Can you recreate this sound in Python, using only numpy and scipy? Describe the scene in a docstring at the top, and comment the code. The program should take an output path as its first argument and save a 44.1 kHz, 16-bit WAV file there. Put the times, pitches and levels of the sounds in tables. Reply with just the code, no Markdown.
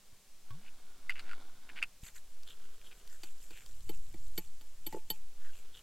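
"""A steel fork stirs a wet mix of oil and chopped herbs in a ceramic bowl, outdoors in winter.
The tines skid and ring the bowl, modal knocks answer from its board; resonant grains squelch, pop and spray.
Before that, oil glugs from a glass bottle (gliding tones) and icy snow crunches (bursts of filtered grains).
Light air sways and rumbles at the microphone under an even hiss (filtered noise)."""
import sys
import numpy as np
from scipy import signal
from scipy.fft import rfft, irfft
from scipy.io import wavfile
from scipy.ndimage import map_coordinates

SR = 44100
rng = np.random.default_rng(int(sys.argv[2]) if len(sys.argv) > 2 else 0)


def wav_record(signal):
    """Record a signal, one row per channel, as 16-bit PCM in the file named by sys.argv[1]."""
    frames = np.transpose(np.atleast_2d(signal))
    bounded = np.clip(frames, -1, 1)
    # unit amplitude maps onto the largest positive 16-bit level
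    quanta = np.round(bounded * 32767).astype(np.int16)
    wavfile.write(sys.argv[1], SR, quanta)


N = 256750  # samples
T = np.arange(N) / SR  # s, whole scene
HIT = np.arange(SR // 5) / SR  # s, span of one event

# fork on bowl: t/s, skid peak/dB, skid f/Hz, ring re skid/dB, knock peak/dB
FORK_CLINKS = [(3.2332, -32, 2620, -18.5, -55.5), (3.5056, -37.5, 2490, -23, -52.5),
               (3.892, -32, 2370, -13, -34), (4.14, -45.5, 2250, -16, -44), (4.377, -25, 2280, -11, -33),
               (4.61, -45, 3100, -16.5, -61), (4.865, -31.5, 3260, -7, -40), (4.925, -32, 1930, -33, -42.5),
               (5.1015, -26, 3500, -5.5, -36.5)]
# briskness of the stirring: t/s, spray level/dB
STIR_BRISKNESS = [(2.0, -89), (2.4, -79), (2.75, -79), (3.45, -68.5), (4.3, -71.5), (5.0, -80),
                  (5.82, -84.5)]
# spectrum of wet leaves and oil: f/Hz, relative gain/dB
MASH_SPECTRUM = [(250, -7), (450, -2), (800, -9), (1150, -4), (1500, 0), (2100, -10.5), (3200, -3),
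                 (4500, -11), (7000, -19)]


def fork():
    """Tines bite and skid on the glaze, ring the bowl and push it against the board."""
    # bowl and fork together: f/Hz, level before damping/dB, t60/s
    bowl_modes = [(866, -38, 0.082), (1848, -18, 0.06), (2320, -10.5, 0.028), (3070, -3.5, 0.056),
                  (3540, -4, 0.028), (4480, -1, 0.054), (7860, -2, 0.048), (9850, -9, 0.038),
                  (11940, 6, 0.042), (12000, -10, .025), (14000, -15, .035)]
    # tine contact spectrum: f/Hz, relative gain/dB
    contact_spectrum = [(300, -0.5), (1200, -5), (2300, -4.5), (2750, -9), (3400, -7.5), (4600, -0.5),
                        (5400, -8.5), (7500, -2), (9000, -12), (12000, -11), (16000, -9.5)]
    # bowl foot dropping back on the board: t/s, peak/dB, knock f/Hz
    rocks = [(4.9257, -40.5, 760), (4.9457, -29, 470), (4.9654, -38.5, 480), (4.972, -37, 420)]
    # soft low thumps: t/s, level/dB, rise/s
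    thuds = [(2.0319, -34, 0.002), (4.945, -44, .008)]
    bite_s, skid_t60_s, thud_t60_s = 0.00065, 0.039, 0.11
    second_tine_s, second_tine_db = 0.006, -9.5  # tines land one after the other
    # below this ring level herbs cushion the bowl: dB lost in its top mode for each dB
    free_ring_db, damping = -12.5, 3.3
    knock_per_skid, knock_lag_s = 0.12, 0.00185  # pitch ratio; the board answers late

    out = np.zeros(N)
    for s, db, skid_hz, ring_db, knock_db in FORK_CLINKS:
        top_db = damping * min(ring_db - free_ring_db, 0)
        top_hz = bowl_modes[-1][0]
        modes = [(hz, level + top_db * (hz / top_hz) ** 2, t60) for hz, level, t60 in bowl_modes]
        for k in range(2):
            grit = grains(len(HIT), rate=11000, spread_db=4) * fade(skid_t60_s)
            grit = colour(grit, contact_spectrum)
            skid = crest(resonate(grit, skid_hz, q=10) + 0.3 * grit)
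            onset = 1 - np.exp(-HIT / bite_s)
            contact = (skid + amp(ring_db) * ring(modes, scatter_db=1.5)) * onset
            add(out, s + k * second_tine_s, amp(db + k * second_tine_db) * contact)
        board = knock(knock_per_skid * skid_hz, soft_s=0.0024, focus_db=5.5)
        add(out, s + knock_lag_s, amp(knock_db) * board)
    for s, db, push_hz in rocks:
        add(out, s, amp(db) * knock(push_hz, soft_s=0.00013, focus_db=13))
    for s, db, rise_s in thuds:
        decay = fade(thud_t60_s) * np.linspace(1, 0, len(HIT))
        add(out, s, -amp(db) * decay * (1 - np.exp(-(HIT / rise_s) ** 2)))
    return out


def knock(push_hz, soft_s, focus_db):
    """Board modes lose focus_db per octave from the push pitch; a soft push lets them swell."""
    # board: f/Hz, level at push pitch/dB, t60/s
    board_modes = [(183.7, -9, 0.087), (330.4, -2, 0.054), (437.4, -5, 0.047), (491, -3.5, 0.036),
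                   (600, -15, 0.032), (762, -10, 0.027), (869, -6.5, 0.1), (1308, -12.5, 0.049),
                   (1915, -4.5, 0.037)]
    modes = [(hz, db - focus_db * abs(np.log2(hz / push_hz)), t60) for hz, db, t60 in board_modes]
    return crest(ring(modes, scatter_db=3.5) * (1 - np.exp(-HIT / soft_s)))


def herbs():
    """Oily leaves squelch and pop under each stroke while tiny films burst in a fine spray."""
    # fork strokes: middle t/s, rms/dB, half length/s, f/Hz, spray level/dB
    squelches = [(2.066, -60, 0.026, 2200, -56.5), (2.168, -61.5, 0.017, 2030, -58.5),
                 (2.502, -56.5, 0.025, 3360, -68.5), (2.865, -62.5, .022, 3280, -71),
                 (2.924, -59, 0.009, 2400, -74), (2.99, -72, 0.012, 3000, -67),
                 (3.131, -67, 0.03, 1820, -64), (3.43, -70, 0.013, 2570, -62),
                 (3.578, -61, 0.046, 2390, -64), (5.462, -63.5, 0.038, 1770, -69.5),
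                 (5.575, -67.5, 0.039, 2580, -67.5), (5.772, -58.5, 0.026, 3170, -68)]
    # clearest wet pops: t/s, peak/dB, f/Hz
    clear_pops = [(2.037, -45.5, 2500), (2.433, -45, 4570), (2.476, -44.5, 3520), (2.815, -46, 2400),
                  (3.076, -44, 4560), (3.574, -42, 1770), (3.662, -41.5, 3570)]
    # long drags through the thick of the mix: from t/s, to t/s, level/dB
    drags = [(2.38, 3.203, -68.5), (3.35, 3.705, -71), (5.35, 5.9, -70)]
    # spray spectrum: f/Hz, relative gain/dB
    spray_spectrum = [(2500, -22.5), (5500, -17.5), (7000, 3.5), (8200, 1.5), (9400, -18.5), (11500, -1.5),
                      (16000, -21)]
    drag_edge_s = 0.34
    slosh_hz, slosh_q, slosh_db = 447, 4.5, 3  # oil sloshes behind a dragging fork
    # after a firm clink the fork slides on through the herbs
    firm_db, slide_lag_s, slide_half_s, slide_hz = -36, 0.032, 0.038, 2640
    slide_db, slide_spray_db = -68.5, -65.5
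    glide_octaves = -0.25  # the pocket behind the fork opens and its pitch sinks
    pop_t60_s, pop_q, pop_click = 0.0096, 3.5, 0.15  # last: share of plain click

    spray_db, = curves(STIR_BRISKNESS)
    clumps_db = 2.2 * wobble(22)
    drag = sum(amp(db) * hold(start, end, drag_edge_s) for start, end, db in drags)
    leaves = colour(grains(N, rate=900, spread_db=2), MASH_SPECTRUM)
    slosh = amp(slosh_db) * wander(leaves, slosh_hz, slosh_q, octaves=0.19)
    mash = drag * amp(clumps_db / 2) * unit(leaves + slosh)
    spray_power = (T > STIR_BRISKNESS[0][0]) * amp(spray_db + 1.16 * clumps_db) ** 2

    slides = [(s + slide_lag_s, slide_db, slide_half_s, slide_hz, slide_spray_db)
              for s, db, *_ in FORK_CLINKS if db > firm_db]
    for s, db, half_s, hz, stroke_spray_db in squelches + slides:
        squelch = stroke(half_s, hz, glide_octaves, MASH_SPECTRUM, rate=1000, spread_db=1, q=8.3)
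        add(mash, s - HIT.mean(), amp(db) * squelch)
        spray_power += (amp(stroke_spray_db) * swell(s, half_s)) ** 2
    for s, db, hz in clear_pops + small_pops(count=40, scatter_db=7):
        snap = rng.standard_normal(len(HIT)) * fade(pop_t60_s)
        add(mash, s, amp(db) * crest(resonate(snap, hz, pop_q) + pop_click * snap))

    spray_gain = np.sqrt(spray_power)
    spray, stray = [spray_gain * unit(colour(grains(N, rate=3500, spread_db=2), spray_spectrum))
                    for _ in range(2)]
    fizz = 0.5 * spray_gain * bubbles(count=700, hz=6700, cycles=6.9)
    return widen(mash + spray + fizz, stray)


def small_pops(count, scatter_db):
    """Chance pops while the fork stirs, stronger when it is brisk: t/s, peak/dB, f/Hz."""
    over_spray_db, middle_hz = 14.5, 7000
    times, spray_db = np.transpose(STIR_BRISKNESS)
    when = rng.uniform(times[0], times[-1], count)
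    size, octaves = rng.uniform(-1, 1, (2, count))
    peak_db = np.interp(when, times, spray_db) + over_spray_db + scatter_db * size
    return list(zip(when, peak_db, middle_hz * 2 ** octaves))


def bubbles(count, hz, cycles):
    """Tiny bursting films, each a few cycles at its own pitch; rms 1."""
    when = rng.integers(0, N, count)
    pitch, size = rng.standard_normal((2, count))
    t = HIT[:SR // 150]
    turns = np.minimum(hz * 2 ** (pitch / 2), SR / 3)[:, None] * t
    pings = amp(2.7 * size)[:, None] * np.sin(2 * np.pi * turns) * np.exp(-turns / cycles)
    at = when[:, None] + np.arange(len(t))
    return unit(np.bincount(at.ravel(), pings.ravel(), N)[:N])


def snow():
    """Bursts of breaking ice grains over the softer shearing and packing of snow."""
    # crust giving way: t/s, peak/dB, main f/Hz, t60/s
    crunches = [(.682, -47, 2730, .008), (1.095, -23, 2020, 0.02), (1.194, -34, 4100, 0.019),
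                (1.2935, -41.5, 1480, .026), (1.313, -36, 1420, 0.02), (1.332, -38, 1390, 0.019),
                (1.692, -41, 2520, 0.048), (1.8264, -18.5, 2590, 0.032)]
    # snow shearing between the breaks: middle t/s, rms/dB, half length/s, f/Hz
    shears = [(0.664, -65.5, 0.031, 2460), (1.114, -49.5, 0.01, 2830), (1.18, -53, 0.023, 2410),
              (1.275, -61.5, 0.03, 1800), (1.697, -55, 0.008, 1690), (1.779, -48, 0.014, 2460),
              (1.823, -46, 0.0042, 1920)]
    # full weight comes onto one foot: middle t/s, level before halving/dB, half length/s
    steps = [(1.32, -58.5, 0.1), (1.756, -57, 0.066)]
    # crust spectrum: f/Hz, relative gain/dB
    crust_spectrum = [(150, -20), (700, -16), (1000, -14.5), (1400, -1), (2000, -2.5), (2800, -0.5),
                      (3400, -12.5), (4100, -15.5), (4800, -9), (5500, -20.5), (9000, -18), (11000, -25),
                      (16000, -29)]
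    # packing spectrum: f/Hz, relative gain/dB
    packing_spectrum = [(88, -25), (150, -3.5), (489, -1.5), (1190, -7), (1390, -4), (1990, -16),
                        (2210, -5), (2580, -19), (3510, -7), (9000, -30), (11700, -76), (19800, -120)]
    aftercrack_s, aftercrack_loss_db = 0.008, 8  # each break runs on in a weaker crack
    tread_from_s, tread_to_s, tread_edge_s, tread_db = 0.46, 1.77, 0.055, -70  # feet shift

    out = np.zeros(N)
    for s, db, hz, t60 in crunches:
        for k in range(2):
            burst = colour(grains(len(HIT), rate=9800, spread_db=1) * fade(t60), crust_spectrum)
            crack = crest(resonate(burst, hz, q=7.3) + 0.2 * burst)
            add(out, s + k * aftercrack_s, amp(db - k * aftercrack_loss_db) * crack)
    for s, db, half_s, hz in shears:
        shear = stroke(half_s, hz, 0, crust_spectrum, rate=1500, spread_db=1.5, q=1.6)
        add(out, s - HIT.mean(), amp(db) * shear)
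    weight = amp(tread_db) * hold(tread_from_s, tread_to_s, tread_edge_s)
    weight += sum(amp(db) * swell(s, half_s) for s, db, half_s in steps) / 2
    packing = colour(grains(N, rate=1500, spread_db=1.5), packing_spectrum)
    creak = 1.4 * wander(packing, hz=1470, q=12, octaves=0.13)
    return out + weight * unit(packing + creak)


def bottle(neck_hz=1115, neck_t60=0.11):
    """Each gulp of air rises in pitch and pings the bottle neck."""
    # air gulped in: t/s, bubble level/dB, start f/Hz, target f/Hz, t60/s, neck re bubble/dB
    glugs = [(0.129, -46, 67, 200, 0.026, -27), (0.506, -44.5, 89, 314, 0.31, -8.5)]
    glide_s = 0.15  # time constant: pitch rises ever more slowly as the bubble leaves the neck
    out = np.zeros(N)
    for s, db, start_hz, target_hz, t60, neck_db in glugs:
        pitch_hz = target_hz + (start_hz - target_hz) * np.exp(-HIT / glide_s)
        bubble = fade(t60) * np.sin(2 * np.pi * np.cumsum(pitch_hz) / SR)
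        neck = fade(neck_t60) * np.sin(2 * np.pi * neck_hz * HIT)
        smack = 0.9 * fade(0.041) * unit(colour(rng.standard_normal(len(HIT)), MASH_SPECTRUM))
        add(out, s, amp(db) * (bubble + amp(neck_db) * (neck + smack)))
    return out


def wind():
    """One breeze drives slow pressure swells and a low rumble, under the even hiss of open air."""
    # strength of the breeze: t/s, rumble level/dB
    breeze_strength = [(0, -67.5), (1.6, -63), (2.9, -60.5), (3.45, -58.5), (3.85, -46), (4.3, -47),
                       (4.65, -57.5), (5.82, -57)]
    # rumble spectrum: f/Hz, relative gain/dB
    rumble_spectrum = [(10, 0.5), (25, 4), (50, -16), (100, -17.5), (200, -37), (500, -49.5), (1500, -82.5)]
    # hiss spectrum: f/Hz, relative gain/dB
    air_spectrum = [(59, -29), (100, -15), (193, -6.5), (315, -14), (433, -11.5), (1450, -16), (3120, -14),
                    (3620, -15), (7290, -14.5), (16000, -23)]
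    hiss_db = -66
    sway_db, sway_growth = -3.5, 0.53  # level at 0 dB rumble; dB of sway per dB of rumble
    breeze_db, = curves(breeze_strength)
    sway = unit(np.gradient(wobble(6.5))) * signal.windows.tukey(N, 0.05)
    rumble = unit(colour(rng.standard_normal(N), rumble_spectrum))
    hiss, stray = [amp(hiss_db) * unit(colour(rng.standard_normal(N), air_spectrum))
                   for _ in range(2)]
    moving = amp(sway_db + sway_growth * breeze_db) * sway + amp(breeze_db) * rumble
    return widen(hiss + moving, stray)


def widen(mid, diffuse):
    """Left and right share the middle; diffuse sound, mostly treble, enters with opposite signs."""
    # diffuse sound: f/Hz, side gain/dB
    side_gain = [(100, -27), (1000, -31), (2500, -12.5), (4500, -4.5), (8000, -4), (14000, -0.5)]
    side = colour(diffuse, side_gain)
    return np.array([mid + side, mid - side])


def stroke(half_s, hz, glide, spectrum, rate, spread_db, q):
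    """A centred swell of grains whose resonance glides by so many octaves; rms 1 in its core."""
    u = (HIT - HIT.mean()) / half_s
    grit = colour(grains(len(HIT), rate, spread_db), spectrum)
    tone = sum(np.exp(-(u - k) ** 2) * resonate(grit, hz * 2 ** (glide * k / 2), q)
               for k in (-1, 0, 1))
    sound = (tone + 0.15 * grit) * np.exp(-np.abs(u) * u * u / 3)
    return sound / np.std(sound[np.abs(u) < 1])


def ring(modes, scatter_db):
    """Damped modes, each at a new strength and sign."""
    out = np.zeros(len(HIT))
    for hz, db, t60 in modes:
        strength = rng.choice([-1, 1]) * amp(db + scatter_db * rng.standard_normal())
        out += strength * fade(t60) * np.sin(2 * np.pi * hz * HIT)
    return out


def grains(n, rate, spread_db):
    """Dense tiny clicks of scattered size, rate per second, rms 1."""
    count = int(n * rate / SR)
    sizes = rng.standard_normal(count) * amp(spread_db * rng.standard_normal(count))
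    return unit(np.bincount(rng.integers(0, n, count), sizes, n))


def wander(x, hz, q, octaves):
    """A resonance that drifts slowly about its pitch, crossfading three fixed ones."""
    place = np.clip(wobble(5), -1, 1)
    return sum(np.maximum(1 - np.abs(place - k), 0) * resonate(x, hz * 2 ** (octaves * k), q)
               for k in (-1, 0, 1))


def resonate(x, hz, q):
    """One resonance with gain 1 at its centre."""
    return signal.lfilter(*signal.iirpeak(min(hz, SR / 4), max(q, 1), SR), x)


def colour(x, points, size=8192):
    """Causal minimum-phase filter through f/Hz, gain/dB points on a log axis."""
    f, db = np.transpose(points)
    bins_hz = np.fft.rfftfreq(size, 1 / SR)
    gain = amp(np.interp(np.log(bins_hz + 1), np.log(f + 1), db))
    cepstrum = irfft(np.log(gain))
    cepstrum[1:size // 2] *= 2  # fold to causal
    cepstrum[size // 2 + 1:] = 0
    impulse = irfft(np.exp(rfft(cepstrum)))[:size // 2]
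    return signal.oaconvolve(x, impulse)[:len(x)]


def wobble(rate):
    """A smooth random curve with so many knots a second."""
    knots = rng.standard_normal(int(T[-1] * rate) + 4)
    return map_coordinates(knots, [T * rate], mode="mirror")


def curves(rows):
    """One value per sample for each column after the time."""
    s, *cols = np.transpose(rows)
    return [np.interp(T, s, c) for c in cols]


def hold(start_s, end_s, edge_s):
    """An envelope that rises, holds at 1 and falls; edges centred on start and end."""
    return np.clip(np.minimum(T - start_s, end_s - T) / edge_s + 0.5, 0, 1)


def swell(middle_s, half_s):
    """A bell-shaped envelope of height 1."""
    return np.exp(-((T - middle_s) / half_s) ** 2 / 2)


def fade(t60):
    """Exponential decay after a blow, 60 dB in t60 seconds."""
    return amp(-60 * HIT / max(t60, 1e-3))


def amp(db):
    """Decibels to gain, floored at -400 dB."""
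    return np.exp(np.maximum(db, -400) * (np.log(10) / 20))


def unit(x):
    """Scale to rms 1."""
    return x / np.sqrt(np.mean(x ** 2) + 1e-20)


def crest(x):
    """Scale to peak 1."""
    return x / np.abs(x).max()


def add(track, s, sound):
    """Mix a sound in at time s."""
    i = max(round(s * SR), 0)
    track[i:i + len(sound)] += sound[:len(track[i:])]


def scene():
    """Close, dry sources in the middle, with a faint scatter from table and ground."""
    close = fork() + snow() + bottle()
    tails = rng.standard_normal((2, len(HIT))) * fade(0.044)
    echo, stray = [signal.fftconvolve(close, tail / np.linalg.norm(tail))[:N] for tail in tails]
    return widen(close + amp(-11) * echo, amp(-33) * stray) + herbs() + wind()


def record(dry):
    """A steep elliptic low-pass removes what lies above the band limit."""
    top_hz = 15900
    return signal.sosfilt(signal.ellip(12, 0.1, 80, top_hz, fs=SR, output="sos"), dry)


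dry = scene()
out = record(dry)
wav_record(out)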